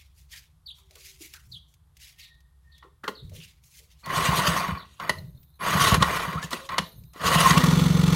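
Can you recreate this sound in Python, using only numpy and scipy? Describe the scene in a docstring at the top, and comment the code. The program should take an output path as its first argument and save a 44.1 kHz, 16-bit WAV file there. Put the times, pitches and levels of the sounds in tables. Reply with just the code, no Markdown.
"""Clothes and grass rustle as someone moves about, and a small bird chirps again and again.
Then the starter rope of a small four-stroke outboard motor, its cover off, is pulled twice in vain:
the rope hisses, the pulley rattles in its housing, the cylinder chuffs and the handle snaps home.
On the third pull the motor fires and idles, with a booming exhaust and clattering valves.
A wooden shed close by throws the motor's sound back."""
import sys
import numpy as np
from scipy import signal
from scipy.fft import rfft, irfft, next_fast_len
from scipy.io import wavfile
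from scipy.ndimage import uniform_filter1d, map_coordinates

SR = 44100
rng = np.random.default_rng(int(sys.argv[2]) if len(sys.argv) > 2 else 0)


def dump(signal):
    """Clip the signal to [-1, 1] and save it as 16-bit WAV at the path in sys.argv[1]."""
    limited = np.clip(np.atleast_2d(signal).T, -1, 1)
    pcm = np.round(limited * 32767).astype(np.int16)
    wavfile.write(sys.argv[1], SR, pcm)


N = 359415
T = np.arange(N) / SR


def amp(db):
    """Turn decibels into a gain to multiply by."""
    return 10 ** (np.asarray(db) / 20)


def unit(x):
    """Scale a sound to an average (rms) level of 1."""
    return x / np.sqrt(np.mean(x ** 2) + 1e-20)


def along(points, hz):
    """Read between (pitch_hz, value) points, with pitch spaced in octaves."""
    pitches, values = np.transpose(points)
    return np.interp(np.log(hz + 1), np.log(pitches + 1), values)


def level(rows):
    """A gain that follows (time_s, level_db) points, silent before the first."""
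    when, db = np.transpose(rows)
    return amp(np.interp(T, when, db)) * (T >= when[0])


def swell(s, rise_s, fade_db_per_s):
    """A gain that swells to 1 at time s and then fades evenly."""
    return np.exp(-np.clip((s - T) / rise_s, 0, 20) ** 2) * amp(-fade_db_per_s * np.maximum(T - s, 0))


def wobble(rate):
    """A smooth curve through `rate` random values a second."""
    return map_coordinates(rng.standard_normal(int(N * rate / SR) + 4), [T * rate])


def grains(rate, spread_db):
    """Tiny impacts at random moments, about `rate` a second, their sizes varied by spread_db."""
    hits = (rng.random(N) < rate / SR) * rng.choice([-1, 1], N)
    return unit(hits * amp(spread_db * np.clip(rng.standard_normal(N), -2, 2)))


def add(track, s, sound):
    """Mix a sound into a track at time s."""
    part = track[max(round(s * SR), 0):][:len(sound)]
    part += sound[:len(part)]


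def filtered(x, response):
    """Multiply each frequency in a sound by response(hz)."""
    size = next_fast_len(len(x) + SR // 4)
    return irfft(rfft(x, size) * response(np.fft.rfftfreq(size, 1 / SR)), size)[:len(x)]


def coloured(x, spectrum):
    """Shape a sound's tone with (pitch_hz, level_db) points, then scale it to an average level of 1."""
    return unit(filtered(x, lambda hz: amp(along(spectrum, hz))))


def resonate(x, modes):
    """Let a sound ring an object whose natural tones are (pitch_hz, width_hz, level_db)."""
    def response(hz):
        return sum((-1) ** k * amp(db) * 1j * hz * width / (pitch ** 2 - hz ** 2 + 1j * hz * width)
                   for k, (pitch, width, db) in enumerate(modes))
    return filtered(x, response)


def patchy(x, depth_db):
    """The point of contact keeps shifting, so narrow bands flare up for a few hundredths of a second."""
    bands = signal.stft(x, nperseg=512)[2]
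    flares = uniform_filter1d(rng.standard_normal(bands.shape), size=4, axis=0)
    flares = uniform_filter1d(flares, size=4, axis=1)
    return unit(signal.istft(bands * amp(depth_db * unit(flares)), nperseg=512)[1][:N])


def echoes(x, decay):
    """A wash of echoes; decay lists (pitch_hz, fade_s), the time each pitch takes to drop 60 dB."""
    hz, t, bands = signal.stft(rng.standard_normal(SR // 2), SR, nperseg=256)
    tail = signal.istft(bands * amp(-60 * t / along(decay, hz)[:, None]), SR, nperseg=256)[1]
    return signal.fftconvolve(np.pad(x, (SR // 200, 0)), tail / np.linalg.norm(tail))[:N]


def metal_ring(x, fade_s, share):
    """Countless brief rings and reflections in the metal parts colour a share of the treble."""
    t = np.arange(SR // 20) / SR
    ring = rng.standard_normal(len(t)) * amp(-60 * t / fade_s)
    size = next_fast_len(N + len(t))
    part = share * along([(1200, 0), (2500, 1)], np.fft.rfftfreq(size, 1 / SR))
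    response = np.sqrt(1 - part) + np.sqrt(part) * rfft(ring / np.linalg.norm(ring), size)
    return irfft(rfft(x, size) * response, size)[:N]


def glides(rows, waver):
    """Short wavering tones that swell and fade while sliding from one pitch to another."""
    out = np.zeros(N)
    for s, length_s, first_hz, last_hz, db in rows:
        progress = np.linspace(0, 1, int(length_s * SR))
        drift = np.interp(progress, np.linspace(0, 1, 12), rng.standard_normal(12))
        hz = (first_hz + (last_hz - first_hz) * progress) * (1 + waver * drift)
        add(out, s, amp(db) * np.sin(np.pi * progress) * np.sin(2 * np.pi * np.cumsum(hz) / SR))
    return out


def puffs(strokes, modes, rough):
    """Each stroke pushes gas through two matching chambers, so its boom swells before it dies."""
    out, t = np.zeros(N), np.arange(SR // 6) / SR
    pulse = t / .0004 * np.exp(-t / .0004)
    for s, db in strokes:
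        rush = rough * rng.standard_normal(len(t)) * np.exp(-t / .02)
        puff = resonate(resonate(pulse + rush, modes), modes)
        add(out, s, amp(db) * puff / np.abs(puff).max())
    return out


# The tone of the open air: pitch_hz, level_db
AIR_COLOUR = [(15, -37.5), (25, -16.5), (80, -1), (157, -21.5), (242, -23.5), (560, -30.5), (1040, -25),
              (2480, -38), (3520, -34), (6210, -40.5), (11900, -35), (14000, -44.5), (16000, -75.5)]


def outdoors():
    """A low distant rumble under faint air."""
    rumble = coloured(rng.standard_normal(N),
                      [(20, -21), (45, -5), (66, 9.5), (100, -7), (160, -3.5), (230, -50.5), (600, -54)])
    air = coloured(rng.standard_normal(N), AIR_COLOUR)
    return amp(-68) * air + amp(-59.5 + 0.9 * wobble(7.6)) * rumble


# How long echoes last among the trees: pitch_hz, fade_s
TREE_ECHO = [(2000, 0.63), (6000, 0.27)]
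# Thin tones from afar: start_s, length_s, first_hz, last_hz, level_db
DISTANT_TONES = [(.76, 0.53, 384.5, 373, -66.5), (2.12, 0.26, 1863, 1860, -62.5),
                 (2.62, 0.13, 1833, 1862, -62)]


def distant_tones():
    """Faint tones from far away, heard only as echoes among the trees."""
    return echoes(glides(DISTANT_TONES, waver=0.014), TREE_ECHO)


# The bird's falling calls: start_s, level_db, top_hz, sinks_towards_hz, scattered_share
BIRD_CHIRPS = [(0.657, -40.5, 4830, 2950, 0.059), (1.513, -41.5, 4750, 2954, 0.047),
               (2.2, -50.5, 4750, 3400, 0.33), (2.714, -57.5, 4520, 2980, 0.34),
               (3.145, -48, 4700, 3420, 0.17), (4.77, -48, 4580, 3400, 0.1), (6.81, -48, 4820, 3450, 0.17)]
# Its short call notes: start_s, length_s, first_hz, last_hz, level_db
BIRD_PIPS = [(4.035, 0.0244, 4500, 4260, -44.5), (5.18, 0.018, 4030, 4350, -43)]


def bird():
    """A falling, warbling, slightly raspy whistle, partly direct and partly scattered by trees."""
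    length_s, fall_s, attack_s, release_s = 0.078, 0.036, 0.011, 0.024
    warble_hz, warble_share, warble_db = 43, .05, 3.5
    direct, scattered = np.zeros((2, N))
    t = np.arange(int(length_s * SR)) / SR
    warble = -np.cos(2 * np.pi * warble_hz * t)  # breaks each call into three notes
    shape = np.minimum(np.minimum(t / attack_s, (length_s - t) / release_s), 1) * amp(warble_db * warble)
    rasp = 1 + .055 * wobble(700)
    for s, db, top_hz, low_hz, share in BIRD_CHIRPS:
        falling_hz = low_hz + (top_hz - low_hz) * np.exp(-t / fall_s)
        hz = falling_hz * (1 + warble_share * warble) * rasp[int(s * SR):][:len(t)]
        phase = 2 * np.pi * np.cumsum(hz) / SR
        whistle = np.sin(phase) + amp(-30.5) * np.sin(2 * phase) + amp(-23) * np.sin(3 * phase)
        call = amp(db) * shape * whistle
        add(direct, s, np.sqrt(1 - share) * call)
        add(scattered, s, np.sqrt(share) * call)
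    return direct + echoes(scattered, TREE_ECHO) + glides(BIRD_PIPS, waver=0.028)


# Hands and feet touch things: start_s, level_db, pitch_hz
SOFT_BUMPS = [(.33, -48, 1810), (0.779, -65, 1020), (.9, -60.5, 600), (0.953, -58.5, 480),
              (0.954, -60.5, 1130), (1.201, -50.5, 310), (1.231, -50.5, 2200), (1.334, -48.5, 1460),
              (2.831, -51.5, 1070), (2.84, -53, 387), (3.034, -36, 1400), (3.315, -51, 497),
              (3.355, -50.5, 3080), (3.371, -57.5, 390), (3.40, -46, 2780), (3.44, -65, 2500),
              (3.799, -62, 455)]


def bumps():
    """Hands and feet bump and scuff, and each touch sounds a hollow tone."""
    out, t = np.zeros(N), np.arange(SR // 4) / SR
    shape = (1 - np.exp(-t / 0.0031)) * amp(-60 * t / 0.25)
    for s, db, hz in SOFT_BUMPS:
        modes = [(hz, 0.13 * hz, 0), (1.334 * hz, 0.11 * hz, -8)]
        add(out, s, amp(db) * shape * unit(resonate(rng.standard_normal(len(t)), modes)))
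    return out


# The tone of rubbing cloth: pitch_hz, level_db
CLOTH_COLOUR = [(350, -35), (600, -23), (737, -23), (970, -54), (1100, -27), (2090, 0.5), (6460, -0.5),
                (8500, -5.5), (11800, -4.5), (16000, -9.5)]
# Sleeves and grass brush past: loudest_at_s, level_db, rise_s, treble_db
CLOTH_BRUSHES = [(0.0, -52.5, .02, -5.5), (.19, -63, 0.028, 3), (0.347, -43.5, 0.032, -3.5),
                 (.78, -63, 0.028, 3), (.96, -63, 0.042, -6), (1.091, -48, 0.1, -1),
                 (1.221, -48, 0.023, 3.5), (1.341, -50, 0.037, -3), (1.53, -75, 0.079, 12),
                 (1.69, -82.5, .01, 14), (2.055, -47, 0.053, -2.5), (2.2, -46.5, 0.013, -7.5),
                 (2.64, -75, 0.026, -1.5), (2.78, -69.5, 0.067, -5), (3.36, -62, 0.027, 5.5),
                 (3.445, -49.5, 0.081, -5), (3.65, -71.5, 0.014, 12.5), (3.785, -54, 0.069, 2),
                 (3.914, -57.5, 0.02, -7), (4.0, -68, 0.0091, 3)]
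# Small ticks, most as things are handled, one with the bird's short call note at 5.18 s: start_s, peak_db
SMALL_TICKS = [(0.3163, -41), (0.909, -44), (0.9553, -37), (1.3376, -31.5), (1.74, -49.5), (1.9688, -41),
               (2.1882, -44), (2.405, -54.5), (2.781, -46), (3.2953, -45.5), (3.6375, -50),
               (4.06, -31.5), (5.184, -42), (5.4303, -52.5), (6.5075, -27.5), (7.037, -50), (7.135, -43)]


def rustling():
    """Clothes and grass rustle in crisp grains, some brushes duller than others, with a few ticks."""
    crackle = patchy(coloured(grains(rate=4000, spread_db=-2), CLOTH_COLOUR), depth_db=2.5)
    treble = filtered(crackle, lambda hz: along([(3500, 0), (6500, 1)], hz))
    rustle = np.zeros(N)
    for s, db, rise_s, treble_db in CLOTH_BRUSHES:
        brush = crackle - treble + amp(treble_db) * treble
        rustle += amp(db) * swell(s, rise_s, fade_db_per_s=178) * brush
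    rustle *= amp(2.3 * wobble(60))
    t = np.arange(SR // 10) / SR
    for s, db in SMALL_TICKS:
        tick = amp(-60 * t / 0.04) * coloured(rng.standard_normal(len(t)), CLOTH_COLOUR)
        add(rustle, s, amp(db) * tick / np.abs(tick).max())
    return rustle


# How long echoes last by the shed: pitch_hz, fade_s
SHED_ECHO = [(150, 0.85), (1000, 0.26), (4000, 0.3), (14000, 0.33)]


def shed(sound):
    """The shed echoes a sound, but its thin boards throw back little bass."""
    return filtered(echoes(sound, SHED_ECHO), lambda hz: amp(along([(150, -12), (400, 0)], hz)))


# The motor rocks: loudest_at_s, level_db, rise_s
STAND_SWAYS = [(1.53, -51.5, 0.076), (3.252, -38.5, 0.023), (3.37, -45.5, 0.057), (5.25, -39.5, 0.091),
               (5.36, -48, 0.012), (7.01, -43.5, 0.063)]


def sway():
    """The motor rocks on its stand with a dull rumble."""
    rumble = coloured(rng.standard_normal(N),
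                      [(40, -8.5), (85, 2), (160, 4), (230, -20), (420, -28.5), (700, -48.5)])
    return rumble * sum(amp(db) * swell(s, rise_s, fade_db_per_s=150) for s, db, rise_s in STAND_SWAYS)


# The natural tones of the spring that rewinds the rope: pitch_hz, width_hz, level_db
SPRING_TONES = [(3680, 95, 0), (4140, 150, -0.5), (6420, 80, -9), (9780, 270, -2.5), (13300, 900, -3),
                (15200, 500, -8.5)]
# The handle sets the spring singing: start_s, level_db
SPRING_HITS = [(5.11, -65.5), (6.8, -61.5)]


def recoil_spring():
    """The spring sings on after the handle snaps home."""
    singing = sum(amp(db) * swell(s, rise_s=.01, fade_db_per_s=17) for s, db in SPRING_HITS)
    flicker = amp(2.5 * wobble(50))
    return singing * flicker * patchy(resonate(grains(rate=730, spread_db=2), SPRING_TONES), depth_db=6)


# Rope squeals, plus two faint, very high gliding whines: start_s, length_s, first_hz, last_hz, level_db
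SQUEALS_AND_WHINES = [(4.45, 0.041, 576, 614, -28), (5.375, 0.086, 16100, 13040, -60),
                      (5.59, 0.077, 11100, 11200, -45), (6.07, 0.21, 11400, 11000, -50.5),
                      (6.335, 0.03, 1070, 1410, -54), (6.365, 0.032, 1073, 1474, -27.5),
                      (6.395, 0.012, 1400, 1570, -50), (6.42, 0.028, 1637, 1820, -32.5),
                      (6.56, 0.15, 533, 549, -50), (6.96, .05, 12800, 14000, -57)]


def squeals_and_whines():
    """Squeals from the sticking rope, plus two faint, very high whines that glide in pitch."""
    return glides(SQUEALS_AND_WHINES, waver=0.0095)


# Each knock, with its last three levels counted from the body's:
# start_s, body_db, thud_db, edge_db, fizz_db
STARTER_KNOCKS = [(2.825, -40, -31, -30, -40), (3.038, -26.5, -14, -16, -41),
                  (3.078, -13.5, -14.5, -14.5, -30), (4.094, -31, -17, -24, -35),
                  (4.436, -18, -23.5, -13, -30.5), (4.998, -24, -41, -10, -25),
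                  (5.093, -7, -23, -9.5, -14.5), (5.607, -28.5, -32.5, -20, -27.5),
                  (5.942, -6.5, -17.5, -5, -9.5), (6.023, -4.5, -35, -4, -30),
                  (6.329, -25, -13, -11.5, -25), (6.426, -27.5, -13, 1, -13.5),
                  (6.529, -15.5, -12, -5, -20.5), (6.689, -21.5, -30.5, -9, -30),
                  (6.781, -3, -29, -10.5, -20), (7.159, -35, -11, -18, -22),
                  (7.354, -14.5, -44, -14, -21.5), (7.505, -6.5, -34, -3.5, -18.5)]
# The tone of a knock's body: pitch_hz, level_db
KNOCK_COLOUR = [(290, -32), (500, -7), (782, -11.5), (1110, 9), (1220, -11.5), (1370, 1.5), (1620, -14),
                (1950, 4), (2350, -19), (2900, -6.5), (3880, -16.5), (4170, -11.5), (6000, -31),
                (7800, -40.5), (13200, -120)]


def knocks():
    """The starter's catches, the handle and the stand knock as hard plastic and metal meet."""
    out, t = np.zeros(N), np.arange(SR // 4) / SR

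    def burst(spectrum, attack_s, fade_s):
        noise = coloured(rng.standard_normal(len(t)), spectrum)
        return noise * (1 - np.exp(-t / attack_s)) ** 2 * amp(-60 * t / fade_s)

    for s, db, thud_db, edge_db, fizz_db in STARTER_KNOCKS:
        body = burst(KNOCK_COLOUR, attack_s=0.0022, fade_s=0.039)
        thud = burst([(100, -26.5), (200, 5.5), (550, 5.5), (900, -26)], attack_s=0.00037, fade_s=.12)
        edge = burst([(1500, -30), (3500, 13.5), (6500, 3), (11000, -9), (16000, -25.5)],
                     attack_s=0.0014, fade_s=0.027)
        fizz = burst([(5000, -32), (8000, -6), (10200, 5), (12500, -7.5), (16000, -19)],
                     attack_s=0.002, fade_s=0.03)
        add(out, s, amp(db) * (body + amp(thud_db) * thud + amp(edge_db) * edge + amp(fizz_db) * fizz))
    return out


# Piston strokes that do not fire: start_s, peak_db
UNFIRED_STROKES = [(4.072, -32.5), (4.167, -26), (4.285, -14), (4.38, -21), (4.478, -17.5), (4.576, -27),
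                   (4.685, -23), (4.718, -22), (5.098, -29), (5.749, -14.5), (5.811, -18.5), (5.867, -21),
                   (5.92, -10), (5.975, -14.5), (6.006, -16.5), (6.276, -24.5), (6.352, -22.5),
                   (6.438, -29), (6.789, -26), (7.259, -22.5)]
# The natural tones of the cylinder and its air intake: pitch_hz, width_hz, level_db
INTAKE_TONES = [(66.6, 32, -2), (169.8, 50, 3)]


def cranking():
    """The cylinder pumps air without firing, and chuffs hollowly."""
    return puffs(UNFIRED_STROKES, INTAKE_TONES, rough=0.57)


# The pulley spins as the rope is hauled out or winds back:
# start_s, spin_up_s, driven_s, run_down_s, rattle_db, hiss_db
PULLEY_SPINS = [(4.023, 0.066, 0.53, 0.35, -23, -37.5), (4.8, 0.024, 0.2, 0.058, -67.5, -64),
                (4.99, 0.013, 0.057, 0.15, -32, -63), (5.586, 0.044, 0.37, 0.057, -21.5, -34),
                (5.996, 0.006, 0.16, 0.4, -24.5, -39), (6.28, .02, 0.23, .04, -49.5, -58.5),
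                (6.412, 0.0075, 0.032, .05, -66, -39.5), (6.503, 0.0089, 0.024, 0.18, -32.5, -35.5),
                (6.6, .02, 0.069, 0.037, -62.5, -47.5), (6.683, 0.013, 0.06, 0.15, -31.5, -56.5),
                (7.125, 0.023, .07, 0.09, -42, -49), (7.194, 0.034, 0.28, 0.39, -19, -30.5)]
# The rope strains as the piston squeezes the air: loudest_at_s, extra_db, half_width_s
ROPE_STRAINS = [(4.164, 10, 0.026), (4.257, 9.5, 0.046), (4.379, 11, .03), (4.475, 13, 0.023),
                (4.588, 10, 0.024), (5.688, 4, 0.036), (5.818, 11, 0.031), (5.882, 8.5, 0.034),
                (6.165, 7, 0.018), (6.233, 7, 0.017), (7.27, 7, 0.017), (7.34, 7, 0.016),
                (7.413, 7.5, 0.018), (7.487, 8.5, 0.032), (7.58, 12.5, 0.0059), (7.642, 20.5, 0.0081)]


def pulley_motion():
    """The gains of rattle and hiss: both grow with the pulley's speed and when the rope strains."""
    rattle_power, hiss_power, strain_in_rattle = 1.9, 3.28, 0.17
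    rattle, hiss = np.zeros((2, N))
    for s, spin_up_s, driven_s, run_down_s, rattle_db, hiss_db in PULLEY_SPINS:
        t = np.arange(int((driven_s + run_down_s) * SR)) / SR
        speed = (1 - np.exp(-t / spin_up_s)) * np.clip(1 - (t - driven_s) / run_down_s, 0, 1)
        add(rattle, s, amp(rattle_db) * speed ** rattle_power)
        add(hiss, s, amp(hiss_db) * speed ** hiss_power)
    strain_db = sum(db * np.exp(-np.minimum(((T - s) / width) ** 2, 20)) for s, db, width in ROPE_STRAINS)
    return rattle * amp(strain_in_rattle * strain_db), hiss * amp(strain_db)


# The natural tones of the starter's housing: pitch_hz, width_hz, level_db
HOUSING_TONES = [(662, 290, -10.5), (938, 85, 2), (1077, 38.3, 9.5), (1325, 22, 0), (1444, 66, -1),
                 (1930, 153, 1), (2410, 83, -2.5), (2970, 91, -6), (3450, 110, -7.5), (3890, 200, -12),
                 (4544, 130, -10), (5480, 47, -16), (5570, 38, -28), (6600, 37, -13.5), (8170, 290, -26.5),
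                 (8280, 36, -37.5), (9600, 120, -17), (11760, 89, -18), (13100, 180, -18)]
# The tone of the scraping pulley: pitch_hz, level_db
SCRAPE_COLOUR = [(150, -40.5), (250, -9.5), (313, -8), (723, -2), (788, -12), (1120, 5.5), (1610, -6),
                 (1880, -7), (5160, -29.5), (6470, -44.5), (7440, -52), (11300, -45.5), (16000, -30)]
# The tone of the hissing rope: pitch_hz, level_db
ROPE_COLOUR = [(1200, -33), (2800, 2.5), (4000, -2), (5200, -7), (6400, -3), (7400, -11), (8400, -6.5),
               (9200, -13), (10300, -8), (13000, -13.5), (16000, -20.5)]


def starter():
    """The pulley chatters in its ringing housing while the rope hisses through its guide."""
    rattle_gain, hiss_gain = pulley_motion()
    jerk = amp(1.45 * wobble(90))
    chatter = grains(rate=700, spread_db=1.5) + 0.34 * rng.standard_normal(N)
    housing = unit(resonate(chatter, HOUSING_TONES))
    # the hub rings near the housing's strongest tone, in uneven beats
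    hub = unit(resonate(grains(rate=220, spread_db=1), [(1095, 42, -2), (1124.7, 31.5, 0)]))
    ring = patchy(housing + amp(-5) * hub, depth_db=3.5)
    scrape = patchy(coloured(grains(rate=2500, spread_db=0), SCRAPE_COLOUR), depth_db=2)
    hiss = patchy(coloured(grains(rate=5000, spread_db=-0.5), ROPE_COLOUR), depth_db=4)
    friction = metal_ring(amp(-5.5) * rattle_gain * scrape + hiss_gain * hiss, fade_s=0.06, share=0.078)
    # the turning crankshaft shakes the whole motor
    shudder = coloured(rng.standard_normal(N),
                       [(30, -17.5), (70, -4), (110, -7.5), (165, 1.5), (240, -10.5), (360, -39.5)])
    return jerk * (rattle_gain * (amp(-5) * ring + amp(-13.5) * shudder) + friction)


# The first uneven firings: start_s, peak_db
FIRST_FIRINGS = [(7.355, -12.5), (7.404, -16.5), (7.461, -20), (7.506, -10), (7.567, -8), (7.633, -9.5),
                 (7.680, -9)]
# The natural tones of the exhaust, which runs down the motor's leg: pitch_hz, width_hz, level_db
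EXHAUST_TONES = [(68, 26, -8), (167, 41, 0), (486, 30, -11)]
# The tone of the valves and their gears: pitch_hz, level_db
VALVE_COLOUR = [(160, -23), (280, 3), (326, -23), (481, -1), (542, -10.5), (800, -13.5), (1180, -4.5),
                (1570, -18), (1830, -13.5), (3990, -14.5), (5150, -20.5), (6520, -22.5), (7470, -23),
                (14000, -27.5), (16000, -34)]
# The natural tones of the engine's metal block: pitch_hz, width_hz, level_db
BLOCK_TONES = [(251, 19, 13.5), (375, 45, 2.5), (462, 23, 6), (988, 53, -6), (1210, 120, -8),
               (1440, 80, -3.5), (1827, 110, -6.5), (2330, 47, -17), (3360, 82, -21), (3950, 100, -13.5),
               (6260, 86, -8.5)]
# How loud the valves and block clatter: time_s, level_db
CLATTER_LEVELS = [(7.45, -52.5), (7.56, -27.5), (7.68, -28), (7.8, -29.5), (7.95, -33), (8.15, -30)]


def engine():
    """Firings boom in the exhaust, valves clatter twice per firing, and moving parts ring the block."""
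    idle_start_s, firings_per_s, idle_db = 7.7245, 22.8, -9
    idle_times = np.arange(idle_start_s, T[-1] + 1 / firings_per_s, 1 / firings_per_s)
    firings = list(FIRST_FIRINGS) + [(s, idle_db + .3 * rng.standard_normal()) for s in idle_times]
    boom = puffs(firings, EXHAUST_TONES, rough=.004)
    # each puff comes back once, weaker, from the end of the leg
    boom = boom + amp(-16) * np.interp(T - .0275, T, boom)
    times = np.array(firings)[:, 0]
    cycle = np.interp(T, times, np.arange(len(times)))  # climbs by 1 from firing to firing
    valve_gain = amp(3 * np.cos(4 * np.pi * (cycle - .18)) + 1.5 * wobble(120))
    ticking = coloured(grains(rate=3000, spread_db=2), VALVE_COLOUR)
    valves = metal_ring(valve_gain * ticking, fade_s=0.023, share=0.24)
    # the moving parts strike the block in nearly the same pattern every cycle
    pattern, strikes = rng.standard_normal(int(SR / firings_per_s)), np.zeros(N)
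    for s in times:
        add(strikes, s, pattern + .5 * rng.standard_normal(len(pattern)))
    shake = amp(3.6 * np.cos(2 * np.pi * (cycle - .03)))
    block = resonate(strikes * shake, BLOCK_TONES)
    block /= np.std(block[T > times[0]])
    return boom + level(CLATTER_LEVELS) * (amp(-1.5) * valves + amp(-1) * block)


def scene():
    """The motor, answered by the shed, amid garden sounds."""
    motor = starter() + recoil_spring() + squeals_and_whines() + knocks() + cranking() + engine() + sway()
    shed_echo = amp(-12.5) * shed(motor)
    garden = distant_tones() + rustling() + bumps() + bird() + outdoors()
    return (motor + shed_echo + garden)[None]


def record(dry):
    """Cut away the very highest treble."""
    top_hz = 15850
    return filtered(dry[0], lambda hz: hz < top_hz)[None]


dry = scene()
out = record(dry)
dump(out)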